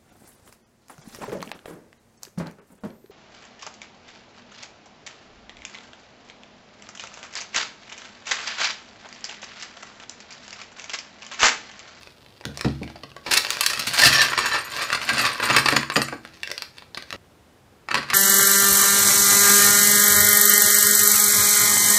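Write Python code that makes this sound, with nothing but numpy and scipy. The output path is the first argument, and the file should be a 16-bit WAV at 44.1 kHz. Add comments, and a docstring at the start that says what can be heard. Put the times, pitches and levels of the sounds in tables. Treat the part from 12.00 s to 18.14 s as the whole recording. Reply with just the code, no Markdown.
"""In a small room, at a table top, with a phone's microphone close by: a thin plastic bag of small hard
plastic parts is picked up, bumped on the table and emptied onto it. The film crackles in random coloured
clicks; the parts rattle and slide out as clicks with short rings, beside a ringing plastic tray; the table
thuds as a set of low modes. The empty bag is put aside, and after a pause a hand stirs the pile.
Early reflections and a short tail answer the clicks, over faint rumble and hiss."""
import sys
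import numpy as np
from scipy import signal
from scipy.fft import rfft, irfft
from scipy.io import wavfile
from scipy.ndimage import uniform_filter1d, map_coordinates

SR = 44100
rng = np.random.default_rng(int(sys.argv[2]) if len(sys.argv) > 2 else 0)


def waveform_to_disk(signal):
    """Save audio, clipped to [-1, 1], as 16-bit WAV at the path in sys.argv[1]."""
    frames = np.transpose(np.atleast_2d(signal))
    scaled = np.clip(frames, -1, 1) * 32767
    samples = np.round(scaled).astype(np.int16)
    wavfile.write(sys.argv[1], SR, samples)


N = 270685
T = np.arange(N) / SR

# Event levels are those of the dry source, its whole energy taken over 10 ms.
# creases snapping in the film: (t/s, level/dB, length/s)
CREASE_SNAPS = [(0.073, -42, 0.0005), (0.263, -48, 0.00033), (0.411, -42, 0.00031), (0.44, -45, .0004),
                (.4535, -28.5, 0.00024), (0.574, -32, 0.00043), (0.594, -36.5, 0.00033),
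                (0.611, -26.5, .0003), (0.646, -26.5, 0.006), (0.684, -37.5, 0.00057),
                (0.832, -35, 0.00076), (0.877, -40, 0.00062), (.9014, -42, 0.00025), (0.957, -38, 0.004),
                (1.034, -35.5, 0.0019), (1.117, -44.5, 0.0003), (1.165, -36.5, 0.0011),
                (1.263, -27, 0.0053), (1.276, -29, .01), (1.448, -24.5, 0.0023), (1.468, -28.5, 0.00043),
                (1.505, -19, 0.00032), (4.251, -36, 0.00029), (4.4325, -26, 0.001),
                (4.4746, -31.5, 0.00045), (4.4945, -41, 0.00046), (4.503, -34.5, 0.00067),
                (4.515, -26.5, 0.00078), (4.579, -29, 0.00057), (4.622, -28, 0.00015),
                (4.7832, -39, 0.00035), (4.823, -44, 0.00024), (4.947, -32.5, .0005), (4.973, -28, 0.0029),
                (5.024, -37.5, 0.00036), (5.1058, -33, 0.00027), (5.127, -28.5, 0.0011),
                (5.136, -31.5, 0.012)]
# parts clacking on each other: (t/s, level/dB, length of the chatter/s)
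PART_CLACKS = [(1.311, -14.5, 0.011), (1.336, -13.5, 0.0039), (1.372, -12, 0.0034), (1.53, -31, .003),
               (1.609, -15.5, .002), (1.631, -21.5, 0.0057), (1.6626, -13.5, 0.0022), (1.698, -22, 0.0066),
               (1.732, -23, 0.0039), (1.774, -28, .004), (1.794, -21.5, 0.0027), (1.868, -18.5, 0.011),
               (1.935, -18, 0.011), (1.986, -13.5, 0.011), (2.018, -15, .004), (2.035, -13, .005),
               (2.047, -13, 0.0062), (2.055, -11, 0.0076), (2.067, -11.5, 0.0066), (2.127, -13, 0.02),
               (2.216, -13.5, 0.0058), (2.285, -26.5, 0.00091), (2.32, -26.5, 0.0012), (2.332, -20, 0.0028),
               (2.377, -17, 0.0027), (2.3887, -19, .001), (2.4568, -18, 0.0049), (2.538, -17.5, 0.015),
               (2.79, -28, .002), (2.81, -22, .01), (2.903, -23, 0.00062), (2.928, -17.5, 0.0033),
               (2.948, -20, 0.0026), (3.015, -26, 0.0037), (3.09, -15.5, .005), (3.18, -15, 0.014),
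               (3.251, -14.5, 0.0075), (3.399, -22, 0.0027), (3.426, -16.5, 0.015), (3.499, -13.5, .006),
               (3.547, -16, 0.0035), (3.564, -9, 0.0018), (3.583, -14, 0.0015), (3.6596, -14, .0015),
               (3.6856, -12.5, 0.0016), (3.7241, -19.5, 0.0015), (3.7651, -12, 0.0014),
               (3.8313, -25.5, 0.00089), (3.9007, -22.5, 0.00031), (3.92, -28, 0.0011),
               (3.958, -17.5, 0.0018), (3.9655, -15, 0.0013), (4.0181, -20, 0.00045),
               (4.085, -29.5, 0.00084), (4.1251, -27.5, 0.0027), (5.887, -27, .0008), (5.9089, -27, 0.0022),
               (5.9139, -21, 0.00085), (5.9438, -16.5, 0.0012), (5.953, -17.5, 0.0027),
               (5.972, -23.5, 0.0055), (6.029, -30.5, 0.0044), (6.101, -20.5, 0.0034), (6.133, -17, 0.0022)]
# blows on the table top: (t/s, level/dB)
TABLE_KNOCKS = [(.449, -27), (.487, -29), (.647, -12), (.815, -24), (1.035, -39), (1.774, -35.5),
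                (1.87, -31.5), (2.052, -20), (3.5, -22), (3.564, -23), (3.725, -19), (3.765, -23),
                (3.9642, -15), (4.017, -36), (4.126, -29), (5.946, -30), (5.972, -28)]

# Gestures drive the random clicks: (start at full level/s, hold/s, drive level/dB)
# fingers gripping the film
FILM_GRIP = (0, 1.31, -58)
# the hands flexing the film
FILM_FLEXES = [(0, 0.012, -44.5), (.55, 0.17, -47.5), (.82, 0.075, -52), (1.27, 0.035, -38),
               (1.32, 0.049, -22.5), (1.49, 0.54, -31), (1.98, 0.065, -18), (2.11, .13, -22),
               (2.72, .11, -30.5), (3.02, .31, -31.5), (4.24, .39, -49.5), (4.76, 0.027, -49),
               (4.95, .2, -54)]
# slides of the parts, as the bag is shaken out and as the hand stirs the pile
PART_SLIDES = [(1.98, 0.29, -22.5), (2.38, .18, -21), (2.78, .05, -25.5), (2.92, .03, -24),
               (3.09, .19, -20.5), (3.43, .16, -18.5), (3.66, .1, -20), (3.96, .02, -31),
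               (4.12, .02, -40.5), (5.92, .06, -25.5), (6.09, .05, -28)]
# parts creeping between the slides while the bag is tipped
PART_TRICKLE = (2.25, 1.42, -30.5)
# the tray scraping among the parts
TRAY_SCRAPES = [(2.04, .035, -15), (2.128, .09, -19), (2.37, .19, -31.5)]
# the smallest parts bouncing out last
SMALL_LAST_DROPS = (3.92, 0.12, -39)

# Resonances, before tilt and scatter: (f/Hz, relative level/dB, 60 dB decay/s)
# the hard parts
PART_RESONANCES = [(1134, 0.5, 0.089), (1268, -5, 0.0073), (1464, -2, 0.014), (1548, -3, 0.11),
                   (1807, -2.5, 0.037), (2000, -11, 0.075), (2430, -5.5, 0.029), (2584, -2.5, 0.09),
                   (3240, -6.5, 0.018), (4139, 0.5, 0.024), (4691, -0.5, 0.031), (5330, -15, .03)]
# the smallest parts
SMALL_RESONANCES = [(6000, -2.5, 0.08), (7040, 7, 0.062), (7760, -2, 0.048), (7660, -3, .09),
                    (8240, 2, 0.059), (8880, 5, .06), (10000, -5, 0.063), (11350, -6.5, .05),
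                    (12600, 1.5, .08), (14300, -10, 0.045)]
# the large tray
TRAY_RESONANCES = [(1777, 6.5, 0.05), (1740, -4, 0.044), (2725, -27, .05), (3090, -8.5, .04),
                   (4030, -6.5, .025), (4320, -9.5, .04), (4570, -8.5, .04), (5556, -7.5, .03),
                   (6700, -13, .015)]
# the table top
TABLE_RESONANCES = [(73, -3, .7), (117.6, 0, 0.34), (139.4, 3.5, 0.68), (218, 2.5, .22), (237, -1.5, 0.56),
                    (284, -1, 0.19), (322.5, -6, 0.99), (463.4, -3.5, 0.17), (549.3, -2, 0.084),
                    (727, -7, .13), (842, -21, 0.068)]

# Spectrum shapes, before tilt and scaling: (f/Hz, relative density/dB)
# film crackle
FILM_SPECTRUM = [(100, -10.5), (400, -1.5), (1000, -3.5), (1600, 1), (2400, 1.5), (3100, -3), (4400, 0),
                 (5600, -5.5), (7000, -13), (10000, -19), (15000, -27.5)]
# the crack of part against part
CONTACT_SPECTRUM = [(100, -41), (300, -12), (550, -10.5), (850, -8.5), (1200, 1.5), (1700, 4.5), (2500, 0),
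                    (3300, -5.5), (4600, -5), (6300, -12.5), (9000, -16), (15000, -31)]
# fingers rubbing the film
RUB_SPECTRUM = [(300, -5), (2200, -6), (3800, -1), (4800, -2.5), (6500, -18), (15000, -27)]
# the dull thud of a table blow
THUD_SPECTRUM = [(35, -27.5), (90, -17.5), (220, 5.5), (480, -7.5), (750, -11.5), (1200, -19), (3000, -56),
                 (15000, -82.5)]
# the quiet room
AIR_SPECTRUM = [(15, -52), (25, -19.5), (43, -15.5), (56, -14.5), (75, -10), (98, -10), (150, -13.5),
                (383, -17.5), (637, -20), (6540, -37.5), (15000, -44.5)]

# brightness of a -19 dB clack, high while the hand presses the parts into the film,
# mostly duller once they lie on the table: (t/s, tilt/dB per octave)
CLACK_BRIGHTNESS = [(1.8, 5), (2.22, 2.5), (2.35, -3.5), (3.1, 0.1), (3.5, -3.5), (3.7, -1.9), (4, -.5),
                    (4.12, -4.5), (6, -1.64)]
# rise of that tilt per dB of level; its random spread/dB per octave
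CLACK_TILT_PER_DB, CLACK_TILT_SCATTER = 0.2641, 0.75
# a stronger, quicker snap is brighter: tilt/dB per octave of a -30 dB, 1 ms snap,
# its rise per dB, its fall per doubling of length
CREASE_TILT, CREASE_TILT_PER_DB, CREASE_TILT_PER_DOUBLING = -0.62, 0.31, 0.89
# table blows, tilt/dB per octave: the full bag lands softly, bare parts land hard
BAG_HARDNESS, BARE_HARDNESS = -2.5, 4.6
SPILL_S = 3  # the parts leave the bag
MUTE_START_S, MUTE_END_S = 5.163, 5.6  # bag, parts, tray and their room tail are muted for this span

FILM_SPREAD_DB, JOSTLE_SPREAD_DB = 4.3, 3.8  # how unequal the small clicks are
FLEX_RISE_DB_PER_S, FLEX_FALL_DB_PER_S = 599.5, 160.5
SLIDE_RISE_DB_PER_S, SLIDE_FALL_DB_PER_S = 699.5, 263
SCRAPE_RISE_DB_PER_S, SCRAPE_FALL_DB_PER_S = 328.5, 479.5
# what the sliding drives, relative to it: film dragged along, jostling, small pings, table murmur
FILM_DRAG_DB, JOSTLE_DB, TINKLE_DB, MURMUR_DB = -13, -7, -17.5, -23
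BARE_MURMUR_DB = 6  # parts on the bare table shake it more than those still in the bag
AIR_DB = -54.5
TOP_HZ = 15400


def undb(db):
    """Amplitude ratio of a level in dB."""
    return 10 ** (np.asarray(db) / 20)


def unit(x):
    """Scale to unit energy."""
    return x / np.sqrt(np.sum(x ** 2) + 1e-18)


def add(out, s, x, db):
    """Mix in a sound at time s, its energy given as a level over 10 ms."""
    i = max(int(s * SR), 0)
    x = unit(x)[:max(N - i, 0)]
    out[i:i + len(x)] += x * undb(db) * np.sqrt(SR / 100)


def through(x, response):
    """Pass a signal through an impulse response, keeping its length."""
    return signal.fftconvolve(x, response)[:len(x)]


def colour(points, tilt=0, patchy_db=0, size=1024):
    """Minimum-phase click with the given spectrum, tilted in dB per octave, with random peaks and dips."""
    hz, db = np.transpose(points)
    octave = np.log2(np.maximum(np.arange(size // 2 + 1) * SR / size, hz[0]))
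    knots = np.arange(4, 15, .2)
    patches = patchy_db * np.interp(octave, knots, rng.standard_normal(len(knots)))
    level_db = np.interp(octave, np.log2(hz), db) + tilt * octave + patches
    # folding the cepstrum puts all the sound after the impact
    cepstrum = irfft(np.log(undb(level_db)))
    cepstrum[1:size // 2] *= 2
    cepstrum[size // 2 + 1:] = 0
    return unit(irfft(np.exp(rfft(cepstrum))))


def ring(modes, tilt, scatter_db, detune, size):
    """Decaying modes; where the blow lands and which part it meets change their weights and pitch."""
    hz, db, t60 = np.transpose(modes)[:, :, None]
    weight, pitch, side = rng.standard_normal((3, len(modes), 1))
    t = np.arange(size) / SR
    # dividing by the root of the decay keeps long modes from gaining energy
    gain = np.sign(side) * undb(db + tilt * np.log2(hz) + scatter_db * weight) / np.sqrt(t60)
    wave = np.sin(2 * np.pi * hz * (1 + detune * pitch) * t)
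    decay = np.exp(-np.log(1000) * t / t60)
    return unit(np.sum(gain * wave * decay, axis=0))


def clicks(rate, spread_db, size):
    """Random impulses at a mean rate per second, most weak and a few strong, of either sign."""
    chance, strength, side = rng.random((3, size))
    strength = np.minimum(-np.log(1 - strength), 4)
    return (chance < rate / SR) * np.sign(side - .5) * undb(spread_db * strength)


def chatter(length, rate, size=4096):
    """A contact and a dying flurry of rebounds; a longer flurry has a weaker first snap and swells softly."""
    t = np.arange(size) / SR / length
    push = clicks(rate, 1.7, size) * np.exp(-t) * (1.1 + 1.5 * t) * (t < 7)
    push[0] = 2.2 / (1 + length / 0.0038)
    return push


def stream(rate, spread_db):
    """Endless clicks, their level evened out over about a tenth of a second."""
    x = clicks(rate, spread_db, N)
    return x / np.sqrt(np.abs(uniform_filter1d(x ** 2, size=4096)) + 1e-4)


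def play(push, voices):
    """Every impulse sets off one of several voices, picked at random."""
    out = np.zeros(len(push) + len(voices[0]))
    pick = rng.integers(len(voices), size=len(push))
    for i in np.flatnonzero(push):
        voice = voices[pick[i]]
        out[i:i + len(voice)] += push[i] * voice
    return out[:len(push)]


def swells(rows, rise_db_per_s, fall_db_per_s):
    """Gain of (start s, hold s, dB) gestures: each rises to its level by the start, holds and dies away."""
    power = 0
    for start, hold, db in rows:
        before, after = np.maximum(start - T, 0), np.maximum(T - start - hold, 0)
        below = rise_db_per_s * before + fall_db_per_s * after
        power = power + undb(db - np.minimum(below, 100)) ** 2
    return np.sqrt(power)


def air():
    """Faint rumble and hiss of the quiet room: noise shaped by its spectrum."""
    return through(rng.standard_normal(N), colour(AIR_SPECTRUM, size=8192)) * undb(AIR_DB)


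def rubbing():
    """Fingers slide on the film as they take hold of the bag: dense clicks make a fine, narrow hiss."""
    grip = swells([FILM_GRIP], FLEX_RISE_DB_PER_S, FLEX_FALL_DB_PER_S)
    return through(stream(rate=2000, spread_db=13), colour(RUB_SPECTRUM)) * grip


def bag(flow, count=60):
    """The film buckles in countless small creases of many colours, and in some loud ones."""
    by_hand = swells(FILM_FLEXES, FLEX_RISE_DB_PER_S, FLEX_FALL_DB_PER_S)
    dragged = flow * undb(FILM_DRAG_DB) * (T < MUTE_START_S)
    flex = np.hypot(by_hand, dragged)
    soft = [colour(FILM_SPECTRUM, tilt=0.41, patchy_db=4) for _ in range(count)]
    sharp = [colour(FILM_SPECTRUM, tilt=3, patchy_db=6.5) for _ in range(count)]
    out = play(stream(560, FILM_SPREAD_DB), soft) * flex * undb(-3)
    # hard flexing adds sharper snaps
    out += play(stream(480, FILM_SPREAD_DB), sharp) * flex ** 1.45 * undb(2)
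    for s, db, length in CREASE_SNAPS:
        doublings = np.log2(length / .001)
        tilt = CREASE_TILT + CREASE_TILT_PER_DB * (db + 30) - CREASE_TILT_PER_DOUBLING * doublings
        snap = np.pad(colour(FILM_SPECTRUM, tilt, patchy_db=1.8), (0, 1024))
        # each crease also jolts the parts that touch the film
        jolt = undb(-8.5) * ring(PART_RESONANCES, tilt, scatter_db=6.5, detune=0.028, size=2048)
        add(out, s, through(chatter(length, rate=6500), snap + jolt), db)
    return out


def table(flow):
    """The table top booms in its modes under each blow and murmurs under the sliding parts."""
    body = ring(TABLE_RESONANCES, 1.0, scatter_db=2.0, detune=0.0011, size=32768)
    murmur = through(stream(rate=240, spread_db=5.5), body)
    out = murmur * flow * undb(MURMUR_DB + BARE_MURMUR_DB * (T > SPILL_S))
    for s, db in TABLE_KNOCKS:
        hardness = BAG_HARDNESS if s < SPILL_S else BARE_HARDNESS
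        boom = ring(TABLE_RESONANCES, hardness, scatter_db=0.5, detune=0.0011, size=32768)
        landing = chatter(0.019, rate=1200, size=32768)
        thud = unit(through(landing, colour(THUD_SPECTRUM, hardness, size=4096)))
        add(out, s, boom + undb(-3) * thud, db)
    return out


def part(tilt, ring_db, size=2048):
    """One part's answer to a contact: a sharp crack and a short ring at its own pitch."""
    crack = np.pad(colour(CONTACT_SPECTRUM, tilt, patchy_db=1.5, size=size // 2), (0, size // 2))
    tone = ring(PART_RESONANCES, tilt, scatter_db=1, detune=0.035, size=size)
    return unit(crack + undb(ring_db) * tone)


def parts(flow, count=80):
    """Many parts jostle as they slide; in the harder collisions several chatter against each other."""
    sliding = [part(tilt=-2.1, ring_db=-0.5) for _ in range(count)]
    out = play(stream(560, JOSTLE_SPREAD_DB), sliding) * flow * undb(JOSTLE_DB)
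    for s, db, length in PART_CLACKS:
        tilt = np.interp(s, *np.transpose(CLACK_BRIGHTNESS)) + CLACK_TILT_PER_DB * (db + 19)
        tilt += CLACK_TILT_SCATTER * rng.standard_normal()
        colliding = [part(tilt, ring_db=-4.0) for _ in range(4)]
        add(out, s, play(chatter(length, rate=2400), colliding), db)
    return out


def small_parts(flow, count=40):
    """The smallest parts ping now and then, in higher modes than the rest; they are the last to drop out."""
    rings = [ring(SMALL_RESONANCES, 0, scatter_db=5.5, detune=.028, size=4096) for _ in range(count)]
    pouring = flow * (T < MUTE_START_S) * undb(TINKLE_DB)
    last = swells([SMALL_LAST_DROPS], SLIDE_RISE_DB_PER_S, SLIDE_FALL_DB_PER_S)
    return play(stream(rate=40, spread_db=4.5) * np.hypot(pouring, last), rings)


def tray(count=12):
    """The large tray rings in its modes as the parts grind past it."""
    rings = [ring(TRAY_RESONANCES, 0, scatter_db=7.5, detune=0.0027, size=4096) for _ in range(count)]
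    scrape = swells(TRAY_SCRAPES, SCRAPE_RISE_DB_PER_S, SCRAPE_FALL_DB_PER_S)
    return play(stream(rate=450, spread_db=3.0), rings) * scrape


def room(x, bounce_s=.0018, bounce_db=-10, wet_db=-8, t60_low=0.33, t60_high=.29, early_db=-11.5, size=22050):
    """The table mirrors each sound at once; nearby surfaces and then the walls follow, treble dying first."""
    t = np.arange(size) / SR
    noise, near = rng.standard_normal(size), clicks(2500, 1.75, size)
    low = signal.sosfilt(signal.butter(1, 4500, fs=SR, output="sos"), noise)
    tail = low * undb(-60 * t / t60_low) + .8 * (noise - low) * undb(-60 * t / t60_high)
    early = near * np.exp(-t / .007)
    response = undb(wet_db) * unit(tail * (t > .004)) + undb(early_db) * unit(early)
    response[0] += 1  # direct sound
    # the mirror path sways at 0.9 Hz, as the bag and the parts move about
    lag = bounce_s * (1 + .25 * np.sin(2 * np.pi * .9 * T))
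    mirror = undb(bounce_db) * map_coordinates(x, [(T - lag) * SR], order=3)
    return through(x + mirror, unit(response))


def scene():
    """The flow of parts drives film, parts and table; bag, parts and tray pass through the room response."""
    flow = swells(PART_SLIDES + [PART_TRICKLE], SLIDE_RISE_DB_PER_S, SLIDE_FALL_DB_PER_S)
    unmuted = (T < MUTE_START_S) | (T > MUTE_END_S)
    handled = bag(flow) + rubbing() + parts(flow) + small_parts(flow) + tray()
    # table and air are added without the room response
    return (room(handled) * unmuted + table(flow) + air())[None]


def record(dry):
    """The phone thins the deep bass, clips the highest peaks and cuts the top."""
    thin = signal.sosfilt(signal.butter(2, 48, "high", fs=SR, output="sos"), dry)
    clipped = np.clip(thin, -1, 1)
    return signal.sosfilt(signal.ellip(8, .2, 70, TOP_HZ, fs=SR, output="sos"), clipped)


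dry = scene()
out = record(dry)
waveform_to_disk(out)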